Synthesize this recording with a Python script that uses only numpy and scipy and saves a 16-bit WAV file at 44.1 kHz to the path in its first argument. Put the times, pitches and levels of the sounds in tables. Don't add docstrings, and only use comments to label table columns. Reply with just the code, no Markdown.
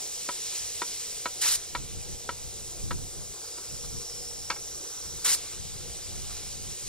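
import sys
import numpy as np
from scipy import signal
from scipy.fft import rfft, irfft, next_fast_len
from scipy.io import wavfile
from scipy.ndimage import uniform_filter1d

SR = 44100
rng = np.random.default_rng(int(sys.argv[2]) if len(sys.argv) > 2 else 0)


def dump_mix(stems):
    frames = np.atleast_2d(stems).T
    limited = np.clip(frames, -1, 1)
    pcm = np.round(limited * 32767).astype(np.int16)
    wavfile.write(sys.argv[1], SR, pcm)


def gain_from_db(level_db):
    decades = np.asarray(level_db, float) / 20
    return 10 ** decades


N = 303408


def unit_rms(x):
    return x / np.sqrt(np.mean(x ** 2) + 1e-20)


def noise():
    return rng.standard_normal(N)


def spectrum(points, hz):
    f, value = np.transpose(points)
    return np.interp(np.log(hz + 1), np.log(f + 1), value)


def curves(rows, t):
    s, *columns = np.transpose(rows)
    return [np.interp(t, s, column) for column in columns]


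def resonate(x, hz, width_hz):
    turn = np.exp(2j * np.pi * np.cumsum(hz * np.ones(len(x))) / SR)
    r = np.exp(-np.pi * width_hz / SR)
    return 2 * (turn * signal.lfilter([1 - r], [1, -r], x / turn)).real


def resonate_twice(x, hz, width_hz):
    return resonate(resonate(x, hz, width_hz), hz, width_hz)


def turbulence(colour, size, low_rows=None, base_db=0, from_hz=400, to_hz=4500,
               patchy_db=1.0, flicker_db=0.39):
    hop = size // 4
    frames, hz = N // hop + 5, np.fft.rfftfreq(size, 1 / SR)
    t = np.arange(frames) * hop / SR
    a, b, patches = rng.standard_normal((frames, len(hz), 3)).T
    patches = uniform_filter1d(patches, size=5, axis=0)
    patches = unit_rms(uniform_filter1d(patches, size=16, axis=1))
    flicker = unit_rms(uniform_filter1d(rng.standard_normal(frames), size=12))
    db = spectrum(colour, hz)[:, None] + patchy_db * patches + flicker_db * flicker
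    if low_rows is not None:
        below = 1 / (1 + (hz[:, None] / to_hz) ** 4)
        above = 1 / (1 + (from_hz / (hz[:, None] + 1)) ** 4)
        db = db + (curves(low_rows, t)[1] - base_db) * below * above
    z = (a + 1j * b) * gain_from_db(db)
    return unit_rms(signal.istft(z, nperseg=size, noverlap=size - hop)[1][:N])


# t/s, level/dB, low hiss/dB
LEAK_CURVE = [(0, -42.5, -11), (.25, -42.5, -9), (.55, -41, -6), (.75, -42.5, -9), (.95, -42, -8.5),
              (1.4, -44.5, -10.5), (1.6, -47, -8), (2.3, -48.5, -8), (2.7, -45.5, -13.5),
              (3.2, -47.5, -12.5), (3.7, -45.5, -12), (4.5, -46, -14), (5.22, -44.5, -12.5),
              (5.4, -46.5, -4), (5.7, -47.5, -8), (6.35, -45.5, -7), (6.55, -46.5, -8.5), (6.88, -45, -9)]
# f/Hz, density/dB
LEAK_COLOUR = [(300, -30), (900, -18.5), (1500, -17), (2500, -6.5), (4000, -5), (6000, -0.66), (8500, -1),
               (9700, -5), (10700, -7), (11800, -10.5), (13000, -14), (15500, -19)]


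def leak(t):
    jet = turbulence(LEAK_COLOUR, size=512, low_rows=LEAK_CURVE, base_db=-3.5, from_hz=1400, to_hz=4330)
    return gain_from_db(curves(LEAK_CURVE, t)[0] + 6.5) * jet


def lift(up_s, opening_s, down_s, db, linger_s):
    roar_open_db, roar_mid_db, roar_end_db, roar_after_db = -11.5, -5, -14, -3.5
    swell_db, drop_s, seat_s = 1, 0.006, 0.026
    mid_s = up_s + 0.33 * (down_s - up_s)
    return [(up_s, db - 30, roar_open_db),
            (up_s + opening_s, db - swell_db, roar_open_db),
            (mid_s, db - 0.8, roar_mid_db),
            (down_s, db + swell_db, roar_end_db),
            (down_s + drop_s, db - 10.5, roar_end_db),
            (down_s + seat_s, db - 24.5, roar_after_db),
            (down_s + seat_s + linger_s, db - 25, roar_after_db)]


# lift t/s, opening/s, drop t/s, level/dB, linger/s
BLOW_OFFS = [
    (1.398, 0.021, 1.5575, -28.5, 0.07),
    (5.236, 0.012, 5.349, -28, 0.092),
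]
# f/Hz, density/dB
BLOW_COLOUR = [(200, -23.5), (400, -22), (700, -18), (1500, -8.5), (2500, -9), (4000, -5), (6000, -2),
               (8500, 0), (11000, -3.5), (13000, -11), (15500, -16)]


def blow_offs(t):
    blows = [lift(*row) for row in BLOW_OFFS]
    rows = sum(blows, [])
    lifted = sum((t > blow[0][0]) & (t < blow[-1][0]) for blow in blows)
    jet = turbulence(BLOW_COLOUR, size=256, low_rows=rows, base_db=-8, from_hz=150, to_hz=3460,
                     patchy_db=-1.5, flicker_db=1.2)
    return gain_from_db(curves(rows, t)[0] + 5.0) * jet * lifted


# t/s, f/Hz, level/dB
WHISTLE_CURVE = [(3.35, 4800, -55), (3.5, 4880, -47.5), (3.65, 5070, -53), (3.85, 5560, -49),
                 (4.1, 5460, -45.5), (4.45, 5470, -48), (4.75, 5830, -47), (5.12, 5730, -46.5),
                 (5.22, 5500, -70)]


def whistle(t):
    hz, db = curves(WHISTLE_CURVE, t)
    wobble = 1 + 0.029 * unit_rms(uniform_filter1d(noise(), size=900))
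    tone = unit_rms(resonate_twice(noise(), hz * wobble, 520))
    sounding = (t > WHISTLE_CURVE[0][0]) * (t < WHISTLE_CURVE[-1][0])
    return gain_from_db(db) * tone * sounding


def steam(t):
    return leak(t) + blow_offs(t) + whistle(t)


# f/Hz, level/dB
PLUME_SHARE = [(600, -35), (2000, -5.5), (4000, -14.5), (8000, -35), (9500, -7.5), (10800, -11),
               (12000, -2.5), (13500, -20), (15500, -5)]


def plume(x):
    hz, t, z = signal.stft(x, SR, nperseg=128, noverlap=64, window="cosine")
    phases = np.exp(2j * np.pi * rng.random((len(t), len(hz), 2)).T)
    z = z * gain_from_db(spectrum(PLUME_SHARE, hz))[:, None] * phases
    return signal.istft(z, SR, nperseg=128, noverlap=64, window="cosine")[1][:, :N]


# f/Hz, density/dB
FLAME_COLOUR = [(88, -2), (150, -6), (293, -5.5), (404, 6), (439, 0.5), (477, 4.5), (592, -4.5), (716, 1.5),
                (1730, -29.5), (2600, -24), (3380, -56), (5720, -120)]
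# t/s, level/dB
HUM_CURVE = [(0, -7), (1.2, -5.5), (1.5, -8.5), (2.2, -4.5), (3.5, -8.5), (4.1, 1.5), (4.7, -4.5), (6, -6),
             (6.4, -24)]


def burner(t):
    hum_hz, hum_width_hz = 476, 5.7
    flame = turbulence(FLAME_COLOUR, size=1024, patchy_db=2.5, flicker_db=0.35)
    hollow = gain_from_db(-4.5) * unit_rms(resonate(noise(), 434, 92))
    drift = uniform_filter1d(uniform_filter1d(noise(), size=6000), size=6000)
    drift_rad = 1.1 * unit_rms(drift)
    tone = np.sin(2 * np.pi * hum_hz * t + drift_rad)
    ringing = unit_rms(resonate(noise(), hum_hz, hum_width_hz))
    hum = gain_from_db(curves(HUM_CURVE, t)[0]) * unit_rms(tone + 0.29 * ringing)
    return gain_from_db(-58 + 2.0) * (flame + hollow + hum)


def strikes(events, modes, scatter_db=-9, scatter_t60_s=0.068, rise_s=0.00064, edge_db=2.0,
            later_s=0.0031):
    out, t = np.zeros(N + SR), np.arange(SR // 4) / SR
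    hz, db, t60_s = np.transpose(modes)
    octaves = np.log2(hz / 1150)
    chances = rng.standard_normal((len(events), 3, len(modes)))
    for (s, peak_db, tilt_db, share), chance in zip(events, chances):
        level = gain_from_db(db + tilt_db * octaves + chance[0])
        turns = (hz * (1 + 0.004 * chance[1]))[:, None] * t + 0.04 * chance[2][:, None]
        rings = gain_from_db(-60 * t / t60_s[:, None]) * np.sin(2 * np.pi * turns)
        rings = rings * (1 - np.exp(-(t / rise_s) ** 2)) / np.linalg.norm(level)
        first = (level * gain_from_db(-edge_db * np.maximum(octaves, 0))) @ rings
        second = (level * gain_from_db(edge_db * np.minimum(octaves, 0))) @ rings
        hit = first + share * np.pad(second, (round(later_s * SR), 0))[:len(t)]
        burst = rng.standard_normal(len(t))
        scatter = unit_rms(sum(g * resonate_twice(burst, f, 490) for f, g in zip(hz, level)))
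        scatter = scatter * np.minimum(t / 0.001, 1)
        hit = hit + gain_from_db(scatter_db - 60 * t / scatter_t60_s) * scatter
        out[round(s * SR):][:len(t)] += gain_from_db(peak_db - 2.0) * hit
    return signal.sosfilt(signal.butter(3, 210, "high", fs=SR, output="sos"), out[:N])


# t/s, peak/dB, tilt/(dB/octave), second contact share
CHOPS = [
    (0.288, -18.5, 0.5, 0.32),
    (0.528, -43, -4, 0.6),
    (0.817, -17, 1, 0.12),
    (1.256, -16, 1.5, 0.25),
    (1.749, -16, 2, 0.17),
    (2.29, -19.5, 1, 0.18),
    (2.908, -19, 0.5, 0.11),
    (3.581, -35.5, -4, 0.43),
]
# f/Hz, level/dB, t60/s
BOARD_MODES = [(260, -8, .03), (370, -8, .03), (520, -5, .04), (640, -11, .03), (840, -10, .025),
               (975, 0, .055), (1200, -9, .04), (1319, -1, .055), (1400, -10, .07), (1880, -6, .045),
               (2230, -7, .045), (2780, -12, .055), (2950, -13, .055), (3200, -14, .05), (3560, -12, .055),
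               (4054, -10, .035), (4260, -10, .035)]


def chopping():
    return strikes(CHOPS, BOARD_MODES)


# t/s, peak/dB, tilt/(dB/octave), second contact share
KNIFE_CONTACTS = [
    (4.501, -19.5, 0, 0.36),
    (4.561, -40.5, 0, 0.98),
]
# f/Hz, level/dB, t60/s
KNIFE_MODES = [(300, -13, .05), (520, -10, .07), (850, -4, .075), (970, -9, .07), (1110, -6, .07),
               (1317, 0, .08), (1590, -3, .06), (1860, -7, .06), (2150, -5, .06), (2230, -4, .06),
               (2620, -6, .08), (3150, -9, .08), (3520, -8, .08), (3900, -11, .08), (4250, -7, .08),
               (4460, -8, .08), (4720, -9, .07), (5300, -8, .06), (5841, -10, .06)]


def knife_down():
    return strikes(KNIFE_CONTACTS, KNIFE_MODES, scatter_db=-4.5, scatter_t60_s=0.1, rise_s=0.00012,
                   edge_db=-1.0, later_s=0.0037)


# t/s, peak/dB, half length/s
RUSTLES = [
    (3.7, -65, 0.56),
    (5.293, -61, 0.49),
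    (6.354, -61, 0.18),
]
# f/Hz, density/dB
PAPER_COLOUR = [(400, -19), (900, 4.5), (1400, 9), (2500, -15), (4000, 8.5), (7000, -40)]


def rustle(t):
    level = gain_from_db(-63) + sum(gain_from_db(db) * np.exp(-((t - s) / half_s) ** 2) for s, db, half_s in RUSTLES)
    return level * turbulence(PAPER_COLOUR, size=256, patchy_db=-1.5, flicker_db=2.0)


# collapse t/s, peak/dB, build-up/s, left re right/dB
GUST_EVENTS = [(.64, -55, .1, 0), (.9, -59, 0.28, 5), (1.18, -58, .15, 7), (1.42, -58, 0.13, 2),
               (1.59, -53.5, .2, 5), (1.85, -43, 0.18, 0.5), (1.99, -43.5, 0.22, 2),
               (2.14, -43.5, 0.11, 3.5), (2.33, -49.5, 0.13, 5), (2.46, -48, 0.15, 7), (2.7, -49, .4, 0),
               (2.86, -37.5, 0.11, 0), (2.94, -35, 0.066, 1), (3.04, -42, .2, 1.5), (3.21, -45.5, 0.19, 1),
               (3.31, -51.5, 0.17, 4), (3.74, -43.5, 0.062, 2), (3.98, -42, 0.27, 5.5),
               (4.22, -56, 0.26, 9), (4.42, -49.5, 0.29, 0), (4.76, -56.5, 0.96, 4.5),
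               (5.17, -47.5, 0.19, 5), (5.45, -54.5, 0.41, 5), (5.61, -45, 0.075, 6),
               (5.9, -46.5, 0.53, 5.5), (6.24, -46, 0.45, 1), (6.34, -48.5, .15, -3),
               (6.6, -47.5, 0.46, 6.5), (6.72, -44, .2, -0.5), (6.9, -44, 0.094, 5)]


def gusts(t):
    calm_pan_db, build_db, collapse_db_per_s = 5, 17, 250
    end, db, build_s, pan_db = np.transpose(GUST_EVENTS)[:, :, None]
    before_db = build_db * ((end - t) / build_s) ** 2 * (t < end)
    after_db = collapse_db_per_s * (t - end)
    power = gain_from_db(db - np.maximum(before_db, after_db)) ** 2
    calm = gain_from_db(-62) ** 2
    total = power.sum(0) + calm
    return 10 * np.log10(total), ((power * pan_db).sum(0) + calm * calm_pan_db) / total


# f/Hz, density/dB
WIND_COLOUR = [(8.8, -45), (15, -25.5), (43, 1.5), (64, 1.5), (113, -2), (196, -12.5), (272, -20),
               (326, -15), (400, -25.5), (520, -24.5), (880, -120)]


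def wind(t):
    coarse = t[::64]
    db, pan_db = (np.interp(t, coarse, curve) for curve in gusts(coarse))
    a, b = (turbulence(WIND_COLOUR, size=1024, patchy_db=0.94, flicker_db=1.44) for port in "LR")
    left, right = a * gain_from_db(pan_db / 2), (-0.6 * a + 1.16 * b) * gain_from_db(-pan_db / 2)
    push = gain_from_db(db + 3.5) * np.array([left, right])
    flutter = [unit_rms(resonate_twice(noise(), 150, 240)) for port in "LR"]
    return push + gain_from_db(-54.5 + 1.13 * (db + 42.0)) * flutter


# delay/ms, share
PORT_ECHOES = [
    [(0.348, -0.06), (0.457, 0.07), (0.693, -0.06), (0.832, 0.06), (1.079, 0.06), (1.185, -0.14), (1.567, -0.07)],
    [(0.106, -0.17), (0.315, -0.08), (0.428, -0.14), (0.511, 0.08), (0.609, -0.05), (0.799, -0.08), (0.964, 0.06), (1.074, -0.04), (1.138, 0.08)],
]
# f/Hz, phase/rad
PORT_PHASE = [(1000, 0), (2500, 0), (5000, 0.14), (7000, 0.24), (15000, 0.021)]


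def ports(x):
    lag_ms = 0.046
    size = next_fast_len(N + 4096)
    hz = np.fft.rfftfreq(size, 1 / SR)
    combs = np.array([1 + sum(g * np.exp(-2j * np.pi * hz * ms / 1000) for ms, g in port)
                      for port in PORT_ECHOES])
    combs[1] *= np.exp(1j * (spectrum(PORT_PHASE, hz) - 2 * np.pi * hz * lag_ms / 1000))
    return irfft(rfft(x, size) * combs, size)[:, :N]


# f/Hz, t60/s
YARD_T60 = [(300, 0.62), (1500, 0.19), (5000, 0.23), (12000, 0.088)]
# f/Hz, level/dB
YARD_LEVEL = [(300, -11), (800, -4.5), (2000, -31), (5000, -9.5), (15000, -11)]


def yard(x):
    size = SR // 2
    taps = np.zeros((2, size))
    starts = np.arange(120, size - 20, 20)
    at = starts + rng.integers(0, 20, (2, len(starts)))
    np.put_along_axis(taps, at, rng.choice([-1., 1.], at.shape), 1)
    hz, t, z = signal.stft(taps / np.sqrt(len(starts)), SR, nperseg=256)
    decay = gain_from_db(-60 * t / spectrum(YARD_T60, hz)[:, None])
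    decay = decay / np.sqrt((decay ** 2).mean(1, keepdims=True))
    decay = decay * gain_from_db(spectrum(YARD_LEVEL, hz))[:, None]
    response = signal.istft(z * decay, SR, nperseg=256)[1]
    return signal.fftconvolve(x[None], response, axes=1)[:, :N]


def scene():
    t = np.arange(N) / SR
    hiss, roar = steam(t), burner(t)
    hands = chopping() + knife_down() + rustle(t)
    flame = np.array([np.roll(roar, shift=9), roar]) * gain_from_db([[1.2], [-1.2]])
    scattered = yard(hiss + gain_from_db(0.5) * roar + gain_from_db(-6) * hands)
    return ports(hiss + hands) + plume(hiss) + flame + scattered + wind(t)


def top_cut(x):
    return signal.sosfilt(signal.butter(12, 16820, fs=SR, output="sos"), x)


def record(dry):
    lowpass = signal.firwin(511, 15650, window=("kaiser", 9), fs=SR)
    mix = signal.oaconvolve(dry, lowpass[None], "same")
    return top_cut(mix)


dry = scene()
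out = record(dry)
dump_mix(out)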